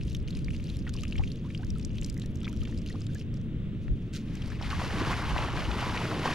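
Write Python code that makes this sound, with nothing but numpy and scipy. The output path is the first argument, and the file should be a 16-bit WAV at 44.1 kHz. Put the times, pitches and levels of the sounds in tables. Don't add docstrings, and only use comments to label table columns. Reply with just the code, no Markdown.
import sys
import numpy as np
from scipy import signal
from scipy.fft import rfft, irfft, next_fast_len
from scipy.io import wavfile

SR = 44100
rng = np.random.default_rng(int(sys.argv[2]) if len(sys.argv) > 2 else 0)


def generate_wav(sig):
    pcm = np.round(np.clip(np.atleast_2d(sig).T, -1, 1) * 32767).astype(np.int16)
    wavfile.write(sys.argv[1], SR, pcm)


N = 279594

# f/Hz, level/dB
PORT_BALANCE = [(30, 0), (60, 1.3), (120, .3), (250, -.6), (1200, 0), (2500, 2), (4000, 0), (5000, -1),
                (7000, 0), (8000, -4.5), (11000, -8.5), (15000, -9)]
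# f/Hz, phase/rad
PORT_LEAD = [(60, 0), (200, -.11), (1200, -.2), (2600, -.56), (3200, -.64), (5000, -.48), (7000, -.9),
             (8000, -.5), (13000, 0)]
WASH_LEAD = [(200, -.11), (700, -.45), (2000, -.9), (4000, -1.3), (7000, -1.3), (8000, -.6), (13000, 0)]
# f/Hz, correlation
RUMBLE_LIKENESS = [(100, .95), (200, .99), (500, .99), (900, .9)]
WASH_LIKENESS = [(300, .99), (700, .87), (3200, .91), (4000, .7), (5000, .5), (9000, .47), (13000, .05)]
WIND_LIKENESS = [(25, -.3), (60, .35), (125, .98)]
WATER_LIKENESS = [(1200, .995), (2600, .95), (5000, .9), (7000, .78), (9000, .72), (11000, .5), (14000, .3)]

# f/Hz, relative level/dB
RUMBLE_COLOUR = [(65, -6), (110, 0.5), (226, -6), (292, -13), (322, -13), (342, -16.5), (408, -20),
                 (606, -31.5), (900, -51), (1170, -80), (1980, -120)]
WASH_COLOUR = [(410, 3), (700, -10.5), (1100, -4.5), (1600, -4.5), (2800, -4), (3500, -4), (4400, -19),
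               (8000, -27.5), (14000, -43)]
WIND_COLOUR = [(15, -32), (30, 27), (60, 26), (90, 19), (130, -30), (200, -36), (500, -120)]
SPRAY_COLOUR = [(1400, -25), (2500, 4.5), (3500, 0), (5000, -5), (6700, -7), (8080, -18.5), (9100, -12.5),
                (12500, -26), (14500, -25), (15700, -49)]
SWISH_COLOUR = [(650, -52), (1100, -27), (1330, -2), (1790, -9), (2280, -3), (3350, -4), (6620, -8),
                (8080, -16), (15300, -33)]
FROTH_COLOUR = [(290, 4.5), (500, -6), (750, -2.5), (1050, 2.5), (1600, -4), (2350, -15), (2930, -8),
                (3500, -15), (4550, -60), (7700, -120)]
FIZZ_COLOUR = [(2060, 16), (3500, 2.5), (4880, -1), (7030, -9), (8000, -15.5), (9170, -13.5), (12400, -23),
               (15300, -29)]
SLOSH_COLOUR = [(100, -60), (180, -35), (300, 4.5), (400, -1), (650, -5.5), (900, -10.5), (2000, -78)]
TICK_COLOUR = [(1200, -16), (3000, -3.5), (6000, 1.5), (8000, -3.5), (9500, -10), (13000, -16),
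               (15700, -58)]

# t/s, level/dB
WIND_LEVEL = [(0, -33), (1.1, -38.5), (1.5, -47.5), (1.9, -34.5), (2.4, -43.5), (2.8, -42.5), (3.8, -39),
              (4.05, -53.5), (4.6, -36), (5.5, -37.5), (6.34, -48)]
SPRAY_LEVEL = [(0, -59.5), (.15, -58), (.2, -65), (.26, -63), (.3, -61), (.75, -58), (.84, -66), (.9, -65),
               (1.0, -52), (1.15, -60), (1.21, -62), (1.3, -58), (1.41, -68), (1.5, -61), (1.67, -63),
               (1.93, -63.5), (2.09, -60.5), (2.24, -63), (2.3, -70), (2.38, -64), (2.57, -61), (2.9, -56),
               (3.05, -63.5), (3.22, -57), (3.29, -80), (3.36, -65), (3.44, -72), (3.5, -100), (4.1, -100),
               (4.19, -61), (4.31, -63.5), (4.7, -68)]
HISS_LEVEL = [(3.74, -86), (3.84, -65), (4.12, -75), (4.2, -90)]
SWISH_LEVEL = [(4.12, -83), (4.134, -50), (4.164, -41), (4.184, -55), (4.22, -63)]
# crest t/s, level/dB over the wind
GUST_CRESTS = [(1.2, 16), (1.71, 13), (2.21, -5), (2.61, 15), (3.92, 22.5), (5.35, 8.5), (5.7, 6.5)]
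# t/s, froth level/dB, fizz level/dB, slosh level/dB
CHURN_LEVELS = [(4.22, -70, -64, -64), (4.36, -73, -55.5, -58), (4.48, -64.5, -55, -55),
                (4.58, -56, -58, -63), (4.66, -51, -47.5, -78), (4.79, -47, -47, -53),
                (4.96, -40.5, -41, -38), (5.3, -40.5, -44, -52), (5.65, -42, -45, -43),
                (5.85, -39, -42.5, -50.5), (6.1, -41, -43, -36), (6.34, -40, -39.5, -41.5)]
# crest t/s, level/dB over the froth
LEG_SURGES = [(4.52, 3.5), (4.62, 5), (4.65, 1.5), (4.708, 7.5), (4.735, 1.5), (4.805, 8), (4.845, 3),
              (4.9, -0.5), (4.995, 3.5), (5.07, 2.5), (5.115, 5), (5.21, 2), (5.3, 4), (5.362, 3.5),
              (5.42, 5), (5.46, 0.5), (5.57, 6), (5.6, 2), (5.705, 0), (5.79, 4), (5.82, 1), (5.865, 2.5),
              (5.96, 5), (6.015, 4), (6.12, 1), (6.19, -0.5), (6.258, 6), (6.305, 0)]
# t/s, peak level/dB, starting f/Hz
GULPS = [(4.315, -59, 1500), (4.35, -49, 1490), (4.372, -41, 2950), (4.4, -48, 2000), (4.478, -47, 900),
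         (4.503, -38, 1520), (4.519, -34.5, 1550), (4.529, -44, 1040), (4.548, -43, 2600),
         (4.568, -43, 2050), (4.592, -44, 2300), (4.612, -33, 880), (4.795, -30, 990), (4.901, -36, 1550),
         (5.198, -38, 1410), (5.485, -24, 1060), (5.524, -32, 980), (4.6, -39, 1680), (4.625, -29, 2820),
         (4.632, -39, 800), (4.646, -39, 2060), (4.703, -29, 3900), (4.705, -32.5, 2330),
         (4.729, -23, 1030), (4.75, -35.5, 1550), (4.815, -33, 665), (4.837, -36, 450), (4.842, -30, 850),
         (5.004, -26, 1380), (5.007, -24, 278), (5.069, -25, 300), (5.108, -22, 1030), (5.119, -24, 1240),
         (5.129, -19, 1340), (4.712, -32, 1150), (5.292, -33, 1210), (5.59, -32, 1080), (5.697, -37, 1040),
         (6.001, -41, 1140), (5.3636, -18, 1180), (5.381, -23, 2750), (5.388, -24.5, 800),
         (5.448, -27, 1020), (5.621, -32, 1580), (5.715, -26, 2620), (5.756, -28.5, 374),
         (5.825, -32.5, 734), (5.867, -24.5, 920), (5.946, -26.5, 1050), (5.973, -21.5, 2340),
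         (6.128, -29.5, 620), (6.252, -22.5, 475), (6.2557, -16.5, 894), (6.278, -36, 413),
         (6.278, -26, 1680), (6.302, -28, 1700), (6.306, -37, 920), (6.327, -23, 1690)]
# t/s, level/dB, starting f/Hz, final f/Hz, length/s
LARGE_BUBBLES = [(0.867, -46, 1940, 1490, 0.014), (0.873, -44, 1440, 1230, 0.018),
                 (0.889, -50, 1450, 1490, 0.011), (0.952, -45, 1120, 960, 0.0069),
                 (0.972, -58, 1200, 1250, .012), (1.034, -51, 1170, 1210, 0.014),
                 (1.195, -42.5, 760, 1550, 0.032), (1.442, -53, 920, 1670, 0.049),
                 (1.593, -52, 709, 1160, 0.051), (1.631, -47.5, 1450, 2100, 0.011),
                 (1.757, -52, 1290, 1230, 0.015), (2.183, -54, 1800, 2100, .009),
                 (2.239, -48, 1930, 1850, .012), (2.432, -51, 1390, 1300, 0.012),
                 (2.466, -40, 960, 1560, 0.0069), (2.485, -52, 1000, 890, 0.028),
                 (2.626, -47, 1240, 1230, 0.014), (2.674, -43.5, 1360, 1830, 0.0053),
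                 (2.689, -51, 870, 1160, 0.013), (2.903, -47.5, 1800, 1970, 0.0096),
                 (2.939, -49, 733, 1480, 0.024), (3.013, -51.5, 1250, 1320, 0.009),
                 (2.53, -52, 1300, 1470, 0.0089), (3.091, -54, 1500, 1600, 0.017),
                 (3.152, -44, 1620, 1880, 0.018)]
# t/s, peak level/dB before filtering
DROP_SNAPS = [(0.0722, -55), (0.191, -54), (0.3052, -45), (0.3516, -60), (0.39, -55), (0.4454, -47),
              (0.6938, -51), (0.7362, -47), (0.7677, -49), (0.8954, -52), (0.9383, -51), (1.034, -44),
              (1.1553, -54), (1.3169, -56), (1.3568, -55), (1.5833, -48), (1.6222, -56), (1.703, -55),
              (1.7843, -50), (1.9754, -49), (2.0133, -58), (2.0303, -55), (2.0472, -45), (2.0971, -39),
              (2.1425, -46), (2.1765, -42), (2.1969, -45), (2.2598, -49), (2.3171, -57), (2.356, -43),
              (2.4947, -44), (2.5267, -53), (2.6339, -49), (2.8619, -50), (3.0525, -54), (3.1472, -42),
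              (4.13, -48), (4.354, -46), (4.4772, -39), (4.6134, -59)]
# t/s, bubble peak level/dB, nominal f/Hz, relative tick level/dB
NET_DROPS = [(0.0804, -41, 3360, -3), (0.1486, -28.5, 3340, -1.5), (0.2768, -36, 3850, -48),
             (0.2836, -37, 2700, -1), (0.3065, -34.5, 4160, -13), (0.328, -39, 3500, -31),
             (0.351, -33, 4270, -30), (0.3706, -37, 2430, 0.5), (0.39, -37, 4240, -5),
             (0.4455, -39.5, 4700, -2), (0.4832, -32.5, 2120, -24), (0.506, -35, 2750, -5.5),
             (0.534, -42, 2600, -18), (0.547, -37, 2620, -13), (0.5647, -35, 4020, -22),
             (0.599, -38, 2520, -35), (0.627, -50, 2230, -18), (0.6799, -53, 3020, -24),
             (0.7, -35.5, 3800, -11), (0.7587, -42, 3930, -10), (0.769, -48.5, 5160, 15.5),
             (0.851, -49, 3040, -24), (0.8678, -34, 1920, -30), (0.8773, -35, 2800, -29),
             (0.8936, -38, 3220, 6.5), (0.939, -33, 4800, -1), (0.965, -36, 4800, -27),
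             (0.987, -35, 2650, -19), (1.035, -32, 2740, -2), (1.081, -39, 4860, -25),
             (1.1246, -29, 2800, -13), (1.156, -32, 2250, -26), (1.181, -27, 3000, -28),
             (1.237, -32, 2450, -11), (1.2763, -36.5, 3400, -14), (1.3175, -33, 4300, -12),
             (1.3577, -40.5, 3340, -2), (1.504, -36.5, 2250, -16), (1.5486, -31.5, 2920, -14),
             (1.5764, -36.5, 4500, -14), (1.704, -36.5, 4900, -1), (1.784, -41, 8550, -19),
             (1.797, -39, 2580, -1), (1.8493, -26, 5800, -22), (1.9046, -44, 2700, -15),
             (1.983, -31.5, 2880, -12), (2.0232, -34, 2450, -16), (2.0457, -26.5, 5540, -17),
             (2.0992, -34.5, 5000, 2.5), (2.1675, -39.5, 1840, -16), (2.1978, -39, 7500, 4),
             (2.2185, -31, 3700, -14), (2.26, -43.5, 3700, 5), (2.3567, -39, 5860, -21),
             (2.405, -49, 3080, 7), (2.432, -41, 3160, 1), (2.445, -30.5, 3100, -22),
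             (2.4787, -30.5, 2200, -22), (2.529, -45, 3060, 6.5), (2.565, -47, 3300, 5),
             (2.609, -43, 3150, -10), (2.652, -35, 3100, -9), (2.673, -41, 3340, -18),
             (2.776, -36, 4830, -10), (2.863, -49, 3160, 8), (2.875, -38.5, 4660, -6),
             (2.899, -43.5, 2500, 8), (2.9272, -43, 4000, -8), (3.006, -40, 6140, -21),
             (3.018, -35, 4730, -33), (3.067, -39, 3360, 1), (3.148, -36.5, 6700, -14),
             (3.183, -43, 4700, -24), (3.2122, -38, 2830, -21), (3.3717, -46.5, 4540, -6),
             (0.0124, -38, 2720, -18), (0.025, -48, 3850, -14), (0.05, -58, 8500, -8),
             (0.101, -47, 5500, 0), (0.228, -53, 8500, -8), (2.415, -40, 2970, -16),
             (2.453, -32, 3200, -23), (2.456, -35, 2290, -25), (2.487, -45, 5030, 2),
             (2.572, -40, 4800, -10), (2.617, -36, 2920, -20), (2.654, -36.5, 2250, -15),
             (2.682, -46, 4800, -4), (2.725, -43, 1720, -25), (2.746, -54, 4450, -12),
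             (2.787, -42, 4840, -10), (1.647, -50, 5500, 8), (4.4815, -45, 4900, -15),
             (4.615, -39, 5100, -15), (0.0714, -55, 4540, -7), (0.13, -48, 4000, 7), (0.1674, -46, 5280, 5),
             (0.191, -49.5, 8440, -10), (0.641, -43, 4100, 4), (0.7364, -53, 4140, -6),
             (0.7907, -40, 4830, -18), (1.052, -34, 2540, -12), (1.0005, -43, 3500, -12),
             (1.019, -41, 4300, -10), (1.111, -41, 4460, -11), (1.623, -52, 5060, -1),
             (1.668, -48, 4100, -0.5), (1.8123, -42, 4700, -8), (1.9754, -55, 4070, -11),
             (2.0143, -44, 7140, 9), (2.032, -48, 5200, 14), (2.0627, -42, 4900, 7), (2.143, -51, 4600, 10),
             (2.1777, -48, 4810, 7), (2.238, -52, 4960, 4), (2.3166, -59, 4270, -2),
             (2.372, -45, 4930, -21), (2.4958, -49, 4220, 7), (2.635, -47, 4150, 7),
             (2.8177, -43, 5090, -5), (3.0525, -57, 4580, -11), (3.1344, -54, 6780, -7),
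             (3.1944, -48, 4370, 9), (3.2285, -60, 3940, 2), (3.3413, -56.5, 4960, 14.5),
             (3.4143, -60, 4540, 9), (4.1363, -35.5, 6950, -2), (4.354, -45, 4600, 8),
             (4.476, -51, 4860, 4), (4.503, -42, 5600, -14), (1.165, -45.5, 6240, 8),
             (1.1848, -33, 3020, -35), (1.2295, -59, 7440, -10), (1.829, -46, 4800, -14),
             (1.916, -50, 5600, -10), (1.952, -49, 2440, -2), (4.4204, -32.5, 3140, -9),
             (4.46, -37, 4660, -17), (4.556, -40, 2250, -16)]


def from_db(db):
    return 10 ** (np.asarray(db) / 20)


def unit_rms(x):
    return x / np.sqrt(np.mean(x ** 2) + 1e-20)


def in_time(rows):
    times, *columns = np.transpose(rows)
    return [np.interp(np.arange(N) / SR, times, column, -120, -120) for column in columns]


def at_hz(points, hz):
    point_hz, values = np.transpose(points)
    return np.interp(np.log(hz + 1), np.log(point_hz + 1), values)


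def coloured(x, colour):
    size = next_fast_len(N)
    hz = np.arange(size // 2 + 1) * SR / size
    return unit_rms(irfft(rfft(x, size) * from_db(at_hz(colour, hz)), size)[..., :N])


def drift(rate_hz):
    pole = np.exp(-80 * np.pi * rate_hz / SR)
    slow = signal.lfilter([1], [1, -2 * pole, pole * pole], rng.standard_normal(N // 40 + 2002))[2000:]
    return np.interp(np.arange(N) / 40, np.arange(len(slow)), unit_rms(slow))


def swells(crests, rise_s, fall_s):
    t = np.arange(N) / SR
    return sum(np.interp(t, [s - rise_s, s, s + fall_s], [0, db, 0]) for s, db in crests)


def add(out, start_s, sound):
    at = int(start_s * SR)
    out[at:at + len(sound)] += sound[:N - at]


def bubble(hz, cycles, rise):
    t60 = max(cycles, 3) / hz
    t = np.arange(int(t60 * SR)) / SR
    envelope = from_db(-60 * t / t60) * np.minimum(t * hz / 0.64, 1)
    return np.sin(2 * np.pi * hz * (t + rise * t ** 2 / t60)) * envelope / envelope.max()


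def swarm(per_s, low_hz, high_hz, cycles, spread_db, sizes):
    strengths = from_db(spread_db * np.minimum(rng.exponential(1, N), 4)) * rng.choice([-1, 1], N)
    births = strengths * (rng.random(N) < per_s / SR)
    size_index, out = rng.integers(0, sizes, N), np.zeros(N)
    for k, hz in enumerate(np.geomspace(low_hz, high_hz, sizes)):
        out += hz * signal.oaconvolve(births * (size_index == k), bubble(hz, cycles, rise=0.41))[:N]
    return unit_rms(out)


def ports(direct, scattered, likeness, lead):
    size = next_fast_len(N + SR // 10)
    hz = np.arange(size // 2 + 1) * SR / size
    alike = at_hz(likeness, hz)
    tilt = from_db(at_hz(PORT_BALANCE, hz) / 2) * np.exp(.5j * at_hz(lead, hz))
    mid = rfft(direct, size) * np.sqrt((1 + alike) / 2)
    side = rfft(scattered, size) * np.sqrt((1 - alike) / 2)
    return irfft(np.array([(mid + side) * tilt, (mid - side) / tilt]), size)[:, :N]


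def whine(hz=15701, rms_db=-93):
    return np.sqrt(2) * from_db(rms_db) * np.sin(2 * np.pi * hz * np.arange(N) / SR)


def rumble():
    return from_db(-34 + .5 * drift(0.55)) * coloured(rng.standard_normal((2, N)), RUMBLE_COLOUR)


def wash():
    return from_db(-58.5 + .8 * drift(4)) * coloured(rng.standard_normal((2, N)), WASH_COLOUR)


def wind():
    level_db = in_time(WIND_LEVEL)[0] + swells(GUST_CRESTS, rise_s=0.083, fall_s=0.081)
    return from_db(level_db) * coloured(rng.standard_normal((2, N)), WIND_COLOUR)


def ripple_echoes(x, count=6, t60_s=.014, change_s=.02):
    t = np.arange(SR // 30) / SR
    paths = rng.standard_normal((count, len(t))) * from_db(-60 * t / t60_s)
    active = rng.integers(0, count, N)[np.arange(N) // int(change_s * SR)]
    return sum(signal.oaconvolve(x * (active == k), path / np.linalg.norm(path))[:N]
               for k, path in enumerate(paths))


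def knock(start_s=3.8805, peak_db=-39, t60_s=.012):
    out, t = np.zeros(N), np.arange(SR // 100) / SR
    burst = from_db(-60 * t / t60_s) * rng.standard_normal(len(t))
    burst = signal.sosfilt(signal.butter(3, [700, 2200], "band", fs=SR, output="sos"), burst)
    add(out, start_s, from_db(peak_db) * burst / np.abs(burst).max())
    return out


def spray():
    droplets = swarm(180 * from_db(7.0 * drift(9)), 2600, 12900, cycles=26, spread_db=3.5, sizes=14)
    impacts = (rng.random(N) < 60 / SR) * from_db(4 * np.minimum(rng.exponential(1, N), 3))
    tick_envelope = signal.lfilter([1], [1, -.93], impacts)
    bare_ticks = unit_rms(tick_envelope * rng.standard_normal(N))
    mist = from_db(-1 + 4 * drift(20)) * rng.standard_normal(N)
    hiss = from_db(in_time(HISS_LEVEL)[0]) * coloured(mist, SPRAY_COLOUR)
    patter = coloured(droplets + from_db(-26) * bare_ticks + mist, SPRAY_COLOUR)
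    return from_db(in_time(SPRAY_LEVEL)[0]) * patter + hiss


def swish():
    sheet = swarm(6600, 950, 16400, cycles=4.2, spread_db=3, sizes=8)
    return from_db(in_time(SWISH_LEVEL)[0]) * coloured(sheet, SWISH_COLOUR)


def churn():
    froth_db, fizz_db, slosh_db = in_time(CHURN_LEVELS)
    surge_db = swells(LEG_SURGES, rise_s=0.023, fall_s=0.071)
    froth = swarm(1000 * from_db(2.5 * drift(8.6)), 399.4, 4360, cycles=31, spread_db=1.5, sizes=16)
    rush = from_db(-6) * rng.standard_normal(N)
    fizz = swarm(5000 * from_db(1.9 * drift(15)), 3170, 13200, cycles=4.67, spread_db=1, sizes=7)
    slosh = swarm(700, 208.5, 822, cycles=12, spread_db=1.2, sizes=8)
    return (from_db(froth_db + surge_db) * coloured(froth + rush, FROTH_COLOUR)
            + from_db(fizz_db + 0.9 * surge_db) * coloured(fizz, FIZZ_COLOUR)
            + from_db(slosh_db + 0.14 * surge_db) * coloured(slosh, SLOSH_COLOUR))


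def gulps(cycles=15.4, extra_ring_s=0.0026):
    out = np.zeros(N)
    for (s, db, hz), fragments in zip(GULPS, rng.random((len(GULPS), 3, 3))):
        add(out, s, from_db(db) * bubble(hz, cycles + extra_ring_s * hz, rise=0.17))
        for late, pitch, weak in fragments:
            fragment = bubble(hz * (0.755 + 0.87 * pitch), cycles, rise=0.46)
            add(out, s - .003 + .012 * late, from_db(db - 7 - 4.6 * weak) * fragment)
    return out


def bloops(fade_db=7, splat_t60_s=0.019):
    out, waver = np.zeros(N), drift(150)
    splats = signal.lfilter([.04], [1, -1.6, .64], rng.standard_normal((len(LARGE_BUBBLES), SR // 100)))
    splat_decay_db = 60 * np.arange(SR // 100) / SR / splat_t60_s
    splatters = rng.random((len(LARGE_BUBBLES), 4, 3))
    for (s, db, start_hz, end_hz, length_s), splat, splatter in zip(LARGE_BUBBLES, splats, splatters):
        progress = np.arange(int(length_s * SR)) / (length_s * SR)
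        shake = waver[int(s * SR):][:len(progress)]
        hz = start_hz * (end_hz / start_hz) ** (progress ** 2.1) * (1 + .04 * shake)
        envelope = from_db(db - fade_db * progress + 3.5 * shake) * np.minimum(1, 10 * (1 - progress))
        add(out, s, envelope * np.sin(2 * np.pi * np.cumsum(hz) / SR))
        add(out, s, from_db(db + 10.5 - splat_decay_db) * splat)
        for late, pitch, weak in splatter:
            small = bubble(start_hz * (0.98 + 1.87 * pitch), cycles=10, rise=0.56)
            add(out, s + 0.02 * late ** 2, from_db(db - 3.5 - 5.6 * weak) * small)
    return out


def snaps(t60_s=0.0043):
    out, t = np.zeros(N), np.arange(SR // 200) / SR
    for s, db in DROP_SNAPS:
        burst = from_db(-60 * t / t60_s) * rng.standard_normal(len(t))
        add(out, s, from_db(db) * burst / np.abs(burst).max())
    return signal.sosfilt(signal.butter(2, [7500, 14000], "band", fs=SR, output="sos"), out)


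def ticks(attack_s=0.0009, t60_s=0.0045):
    out, t = np.zeros(N), np.arange(SR // 100) / SR
    for s, db, _, tick_db in NET_DROPS:
        envelope = from_db(db + tick_db - 60 * t / t60_s) * np.minimum(t / attack_s, 1)
        add(out, s - .0005, envelope * rng.standard_normal(len(t)))
    return from_db(3) * np.std(out) * coloured(out, TICK_COLOUR)


def drops():
    out = np.zeros(N)
    for s, db, hz, _ in NET_DROPS:
        climb, ring = rng.random(2)
        cycles = 12.9 + 14.4 * ring
        add(out, s, from_db(db) * bubble(0.95 * hz, cycles, rise=0.21 + 0.39 * climb))
        for late, pitch, weak in rng.random((2, 3)):
            satellite = bubble(min(hz * (.8 + .9 * pitch), 7000), cycles, rise=.4)
            add(out, s + 0.00085 + 14 * late / hz, from_db(db - 10 - 5.7 * weak) * satellite)
    return out


def scene():
    splashes = drops() + ticks() + snaps() + knock() + gulps()
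    large_bubbles = bloops()
    echoes = ripple_echoes(splashes + from_db(-8) * large_bubbles)
    direct_rush, scattered_rush = [spray() + swish() + churn() for _ in range(2)]
    direct = splashes + large_bubbles + from_db(-4) * echoes + direct_rush
    near_water = ports(direct, echoes + scattered_rush, WATER_LIKENESS, PORT_LEAD)
    low_rumble = ports(*rumble(), RUMBLE_LIKENESS, PORT_LEAD)
    far_waves = ports(*wash(), WASH_LIKENESS, WASH_LEAD)
    port_wind = ports(*wind(), WIND_LIKENESS, PORT_LEAD)
    return near_water + low_rumble + far_waves + port_wind + whine()


def record(dry):
    return signal.sosfilt(signal.ellip(14, .3, 80, 15770, fs=SR, output="sos"), dry)


dry = scene()
out = record(dry)
generate_wav(out)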